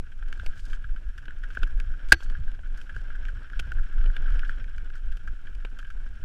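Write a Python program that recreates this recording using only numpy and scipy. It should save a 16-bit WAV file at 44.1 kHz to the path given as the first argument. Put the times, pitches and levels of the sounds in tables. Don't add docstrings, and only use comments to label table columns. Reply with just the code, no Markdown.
import sys
import numpy as np
from scipy import signal
from scipy.fft import rfft, irfft, next_fast_len
from scipy.io import wavfile
from scipy.ndimage import uniform_filter1d, map_coordinates

SR = 44100
rng = np.random.default_rng(int(sys.argv[2]) if len(sys.argv) > 2 else 0)


def put_to_file(sound):
    columns = np.atleast_2d(sound).T
    safe = np.clip(columns, -1, 1)
    whole_steps = np.round(safe * 32767)
    wavfile.write(sys.argv[1], SR, whole_steps.astype(np.int16))


def level_to_linear(level):
    exponent = np.asarray(level, float) / 20
    return 10 ** exponent


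N = 275184
T = np.arange(N) / SR

# pitch in Hz, width in Hz, level in dB.
CASE = [(1437, 315, -2.5), (1622, 174.5, 2), (2290, 340, -17.5), (3140, 480, -15.5), (5500, 150, -23.5)]
# frequency in Hz, level in dB.
PORT = [(20, -17.5), (900, -11), (1300, 1), (13500, -1.5), (15200, -45)]
# frequency in Hz, level in dB per Hz.
LEAVES = [(1500, -37), (3500, 1), (4900, 3.5), (5500, 0.5), (6200, 0), (7500, -1), (11500, -13.5),
          (14000, -15.5), (15000, -35.5)]
# frequency in Hz, level in dB per Hz.
CRACK = [(2500, -25), (4500, 2.5), (6000, -1.5), (8000, -7), (12000, -13.5), (14200, -16.5), (15300, -38.5)]


def noise():
    return rng.standard_normal(N)


def unit(x):
    return x / np.sqrt(np.mean(x ** 2) + 1e-20)


def even(x, seconds):
    width = int(seconds * SR)
    power = uniform_filter1d(uniform_filter1d(x ** 2, width), width)
    return unit(x / np.sqrt(np.abs(power) + 1e-12))


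def wobble(rate):
    knots = rng.standard_normal(int(N * 400 / SR))
    return map_coordinates(knots, [np.arange(N) * min(rate, 390) / SR])


def filtered(x, response):
    size = next_fast_len(N + SR // 2)
    hz = np.fft.rfftfreq(size, 1 / SR)
    return irfft(rfft(x, size) * response(hz), size)[:N]


def coloured(x, points):
    f, db = np.transpose(points)
    return filtered(x, lambda hz: level_to_linear(np.interp(np.log(hz + 1), np.log(f), db, left=-120, right=-120)))


def resonant(x, modes):
    def response(f):
        total = 0
        for k, (centre, width, db) in enumerate(modes):
            damping = 1j * f * width
            total = total + (-1) ** k * level_to_linear(db) * damping / (centre ** 2 - f ** 2 + damping)
        return total
    return filtered(x, response)


def crackle(per_second, spread_db, t60, bed):
    hits = rng.random(N) < per_second / SR
    starts = hits * level_to_linear(spread_db * rng.exponential(size=N))
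    tail = level_to_linear(-60 * np.arange(SR // 10) / SR / t60)
    return noise() * (bed + np.abs(signal.fftconvolve(starts, tail)[:N]))


def swells(rows, floor_db):
    bells = sum(level_to_linear(db) * np.exp(-((T - s) / width) ** 2) for s, db, width in rows)
    return 20 * np.log10(level_to_linear(floor_db) + bells)


def roughness():
    # time in seconds, rattle level in dB.
    ride = [(0.0, -62.5), (0.43, -55.5), (0.62, -54.5), (0.89, -60.5), (1.32, -59), (1.67, -52.5),
            (1.78, -56.5), (2.01, -56), (2.15, -54.5), (2.28, -56), (2.52, -57.5), (3.16, -53.5),
            (3.28, -54.5), (4.05, -53), (4.36, -48), (4.69, -56), (5.2, -59.5), (5.98, -57.5)]
    s, db = np.transpose(ride)
    return np.interp(T, s, db)


def jolt_level():
    # time in seconds, level in dB, width in seconds.
    heaves = [(0.0, -25.5, .03), (.27, -26.5, 0.097), (.49, -17, 0.023), (.72, -24.5, 0.087),
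              (.93, -21.5, 0.044), (1.08, -23.5, 0.022), (1.27, -23.5, 0.014), (1.43, -31, 0.11),
              (1.64, -16.5, .025), (1.77, -20, 0.065), (1.92, -22.5, 0.038), (2.07, -22, 0.03),
              (2.3, -19.5, 0.053), (2.48, -21, 0.057), (2.72, -27, .08), (3.1, -32, 0.17),
              (3.27, -31, 0.11), (3.59, -23.5, 0.043), (3.8, -18.5, 0.058), (3.99, -14.5, .05),
              (4.08, -16, .04), (4.22, -20.5, 0.055), (4.33, -19.5, 0.069), (4.45, -25, 0.12),
              (4.8, -31, 0.29), (5.1, -23.5, .05), (5.3, -28, .05), (5.6, -32.5, .2), (6.0, -29.5, 0.11)]
    return swells(heaves, floor_db=-38)


def thump_level():
    # time in seconds, level in dB.
    roots = [(.03, -51), (.42, -38.5), (.85, -48.5), (1.18, -50.5), (1.36, -52.5), (1.599, -39),
             (1.74, -48), (1.88, -36), (2.139, -35.5), (2.3, -46.5), (2.4, -32.5), (2.61, -47.5),
             (2.97, -38.5), (3.21, -50.5), (3.37, -39.5), (3.6, -34), (3.681, -34), (3.77, -42),
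             (4.01, -40.5), (4.09, -41), (4.22, -43), (4.33, -35.5), (4.62, -41), (4.78, -39.5),
             (5.28, -49.5), (5.7, -62), (6.12, -45), (6.24, -43)]
    return swells([(s, db, 0.031) for s, db in roots], floor_db=-48.5)


def hiss():
    # frequency in Hz, level in dB per Hz.
    hiss_colour = [(1000, -23), (2500, 13), (4800, -6.5), (5450, 1), (6100, -1.5), (9000, -5.5),
                   (12800, -10), (13500, -42)]
    return level_to_linear(-72.0) * unit(coloured(noise(), hiss_colour))


def wind():
    # frequency in Hz, level in dB per Hz.
    wind_colour = [(70, -26.5), (130, -3), (250, -6.5), (450, -14.5), (950, -20.5), (2500, -25.5),
                   (8000, -56)]
    level_db = -63 + 3.5
    for gain, shaking in [(.2, jolt_level()), (.1, thump_level()), (0.48, roughness())]:
        level_db = level_db + gain * (shaking - shaking.mean())
    lumps = level_to_linear(3.0 * wobble(9.5) + 2.9 * wobble(60))
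    return level_to_linear(level_db) * even(coloured(lumps * noise(), wind_colour), 0.17)


def jolts():
    # frequency in Hz, level in dB per Hz.
    jolt_colour = [(5, -20), (11, -1.5), (18, -1), (28, -3), (36, -16.5), (45, -18), (70, -61)]
    # time in seconds, level in dB, width in seconds.
    closing_lean = (6.245, -24, 0.021)
    s, db, width = closing_lean
    end_lean = level_to_linear(db) * np.exp(-((T - s) / width) ** 2)
    return level_to_linear(jolt_level()) * even(coloured(noise(), jolt_colour), .035) + end_lean


def thumps():
    # frequency in Hz, level in dB per Hz.
    thump_colour = [(30, -16.5), (45, 2), (75, -8), (120, -19), (170, -30), (300, -54)]
    return level_to_linear(thump_level()) * even(coloured(noise(), thump_colour), 0.03)


def rattle():
    hits = crackle(per_second=120, spread_db=2.0, t60=0.08, bed=0.48)
    chatter = coloured(resonant(hits, CASE), PORT)
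    return level_to_linear(roughness() + 0.5) * even(chatter, 0.096)


def brush():
    rough_db = roughness()
    level_db = -70.5 - 6.5 + .6 * (rough_db - rough_db.mean())
    scrape = coloured(crackle(per_second=76, spread_db=4.5, t60=0.013, bed=.5), LEAVES)
    return level_to_linear(level_db) * even(scrape, .05)


def swipes():
    # start in seconds, end in seconds, level in dB.
    drags = [(0.31, 0.514, -70), (0.506, 0.774, -63.5), (1.47, 1.606, -69.5), (2.073, 2.122, -47),
             (2.17, 2.255, -60), (2.74, 2.863, -69.5), (2.94, 3.03, -67), (3.228, 3.323, -81.5),
             (4.138, 4.176, -60), (4.268, 4.41, -75), (4.42, 4.524, -68.5), (4.907, 5.007, -76),
             (5.105, 5.19, -79), (5.748, 5.915, -78)]
    shape = np.zeros(N)
    for start, end, db in drags:
        rise = np.clip((T - start) / 0.064, 0, 1)
        let_go = np.clip((end - T) / 0.015, 0, 1)
        shape += level_to_linear(db) * rise * let_go
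    grains = crackle(per_second=540, spread_db=4.5, t60=0.03, bed=0.63)
    return shape * even(coloured(grains, LEAVES), 0.063)


def knocks():
    # time in seconds, peak in dB, then upper notes and crack in dB relative to the peak.
    taps = [(0.284, -46, 5, -4), (0.3266, -22.5, -7, -22), (0.376, -34, -24, -43),
            (0.3965, -24.5, -9.5, -39), (0.594, -38, -3, -26), (1.306, -26.5, -20, -41),
            (1.55, -28.5, -9.5, -18), (1.6202, -29, -20, -30), (1.6734, -24.5, -30, -28),
            (1.8001, -17.5, -12, -22), (2.299, -24, -17, -22.5), (2.4353, -45.5, 0, -22),
            (2.4781, -32, -23, -35), (2.516, -35.5, -6.5, -22.5), (2.814, -33.5, -4.5, -16),
            (3.2523, -29, -5.5, -23), (3.4993, -28, -15.5, -38), (3.5322, -21, -20, -42.5),
            (3.7185, -17, -17.5, -27.5), (3.7957, -28.5, -29, -31), (4.0402, -27.5, -11.5, -27.5),
            (4.099, -24.5, -35, -39), (4.1654, -19, -6, -31), (4.304, -21, -20, -31),
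            (4.3928, -24.5, -6.5, -21.5), (4.494, -17.5, -21, -29), (4.642, -30, -10, -30),
            (4.7808, -27, -10.5, -21.5), (4.901, -32.5, -13, -24.5), (5.8281, -30, -17, -28.5)]
    scuffs = [(.119, -40.5, -7, -33), (0.7308, -27.5, -11.5, -28), (.84, -29, -18, -37),
              (0.9613, -32, -16, -31), (1.1782, -29.5, -12, -20.5), (1.4361, -27, -16, -27),
              (1.503, -31, -13.5, -28), (1.9382, -32.5, -22, -29), (2.322, -34.5, -24, -32),
              (2.35, -32.5, -20.5, -36.5), (2.774, -32.5, -18.5, -17), (2.8932, -27.5, -13.5, -32),
              (3.1024, -33, -24.5, -33.5), (3.151, -34, -15, -32.5), (3.2831, -26.5, -16.5, -28.5),
              (3.4166, -35.5, -25, -34.5), (4.431, -24, -42, -44), (4.954, -32, -20, -21.5),
              (5.1204, -35.5, -10.5, -19.5), (5.2738, -27, -19, -26), (5.4694, -31.5, -12.5, -34.5),
              (5.788, -27, -11, -21.5), (5.8469, -31.5, -14, -40), (5.902, -32, -14, -23),
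              (4.012, -35.5, -8, -28), (4.278, -28, -25, -36), (4.322, -34, -20, -23),
              (4.448, -31.5, -10, -25.5), (3.64, -34, -22, -36), (0.3466, -48, -3, -25)]
    # the same, then the thud in dB.
    heavy = [(0.225, -26.5, -22, -42, -16), (.4329, -44, -9, -18, 4.5), (0.4626, -25.5, -3.5, -12, -9),
             (0.6994, -38, -9, -18, -12), (1.2263, -39, -17, -23, -27), (1.2547, -32.5, -10, -25, -25),
             (1.281, -23, -16, -44, -13), (1.571, -20.5, -18, -31, -7), (1.6317, -18.5, -3.5, -20.5, -10),
             (2.0012, -34.5, -37, -39, -12), (2.0853, -60.5, 20, 9, 7.5), (2.205, -43.5, 5.5, -10.5, 5),
             (2.2245, -35.5, -10, -15, -2), (2.5909, -38, -13, -27.5, -5), (2.963, -24.5, -21, -23.5, -12),
             (3.5931, -24, 0, -20.5, -13), (3.5969, -20, -5, -13, -13.5),
             (3.7842, -27.5, -29.5, -41.5, -17), (4.0591, -26, -12, -46, -4), (4.257, -31, -39, -38, -14.5),
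             (4.3577, -38.5, -16, -40, 3.5), (5.1701, -33.5, -8, -15, -9), (5.5502, -41, -3.5, -12, -22),
             (5.6489, -22.5, -7.5, -46.5, -6)]
    rows = [(*row, -24.5, 0.017) for row in taps]
    rows += [(*row, -22.5, 0.054) for row in scuffs]
    rows += [(*row, .025) for row in heavy]

    t = np.arange(SR // 12) / SR
    drive = np.zeros((4, N + len(t)))
    for s, db, *parts, t60 in rows:
        burst = rng.standard_normal(len(t)) * level_to_linear(-60 * t / t60) * (1 - np.exp(-t / 0.0001))
        burst = burst / np.linalg.norm(burst) * np.sqrt(t60 / 0.038)
        burst[:3] += .09
        first = round(s * SR)
        strengths = level_to_linear(db + np.array([0, *parts]))
        drive[:, first:first + len(t)] += strengths[:, None] * burst

    lower, upper, crack, thud = drive[:, :N]
    low_ring = level_to_linear(29.5) * coloured(resonant(lower, CASE[:2]), PORT)
    high_ring = level_to_linear(42.5) * coloured(resonant(upper, CASE[2:4]), PORT)
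    cracks = level_to_linear(23.0) * coloured(crack, CRACK)
    thuds = level_to_linear(27) * resonant(resonant(thud, [(395, 700, 0.018)]), [(400, 1600, 0)])
    return low_ring + high_ring + cracks + thuds


def whip():
    # start in seconds, hold in seconds, then ring, scrape and crack in dB.
    touches = [
        (2.1202, .002, -7, -15, -21),
        (2.1219, .003, 5, -15, -22),
        (2.1253, .001, -9, -12, -15),
        (2.1332, .0015, -18, -27, -35),
        (2.1392, .005, -25, -36, -50),
    ]
    fades = [2600, 2900, 5800]
    # frequency in Hz, level in dB per Hz.
    scrape_colour = [(100, -11.5), (550, -16.5), (750, -14.5), (1200, -19), (2050, -12), (3000, -16.5),
                     (3400, -20), (4850, -17), (5400, -37.5), (8000, -38.5)]
    # pitch in Hz, level in dB, seconds to fade by 60 dB.
    steel_notes = [(1965, -52, .25), (4436, -57, .8), (5916, -62, .55)]
    shell_notes = [(142, -26.5, 0.011), (333, -20.5, 0.084), (742, -24, 0.057), (958, -26.5, 0.022)]

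    touches = np.array(touches)
    first = touches[0, 0]
    t = np.clip(T - first, 0, None)
    now = t + first
    current = np.searchsorted(touches[:, 0], now, 'right') - 1
    start, hold, *peaks = touches[current].T
    levels = np.array(peaks) - np.outer(fades, np.clip(now - start - hold, 0, 1))
    slew_s = .0008
    ring_db, scrape_db, crack_db = uniform_filter1d(levels, round(slew_s * SR), axis=1)
    on = np.clip(t / slew_s, 0, 1) * (now < 2.1485)

    wall = -level_to_linear(ring_db) * np.sin(2 * np.pi * 1610 * t + 0.24 * wobble(250))
    scrape = level_to_linear(scrape_db) * unit(coloured(noise(), scrape_colour))
    crack = level_to_linear(crack_db) * unit(coloured(noise(), CRACK))

    late = np.clip(t - .004, 0, 1 / 44)
    push = level_to_linear(-17.0) * np.sin(2 * np.pi * 44 * late) * level_to_linear(-160 * late)
    ringing = sum(level_to_linear(db - 60 * t / t60) * np.sin(2 * np.pi * hz * t)
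                  for hz, db, t60 in steel_notes + shell_notes)
    build_up = np.minimum(t / .003, 1)
    return on * (wall + scrape + crack) + push + build_up * ringing


def scene():
    ride = hiss() + wind() + jolts() + thumps()
    contacts = rattle() + brush() + swipes() + knocks() + whip()
    return (ride + contacts)[None]


def top_cut(x):
    return signal.sosfilt(signal.butter(12, 15200, fs=SR, output="sos"), x)


def record(dry):
    clipped = dry[0] / (1 + np.abs(dry[0]) ** 12) ** (1 / 12)
    limited = filtered(clipped, lambda hz: np.clip((15600 - hz) / 800, 0, 1))
    return top_cut(limited[None])


dry = scene()
out = record(dry)
put_to_file(out)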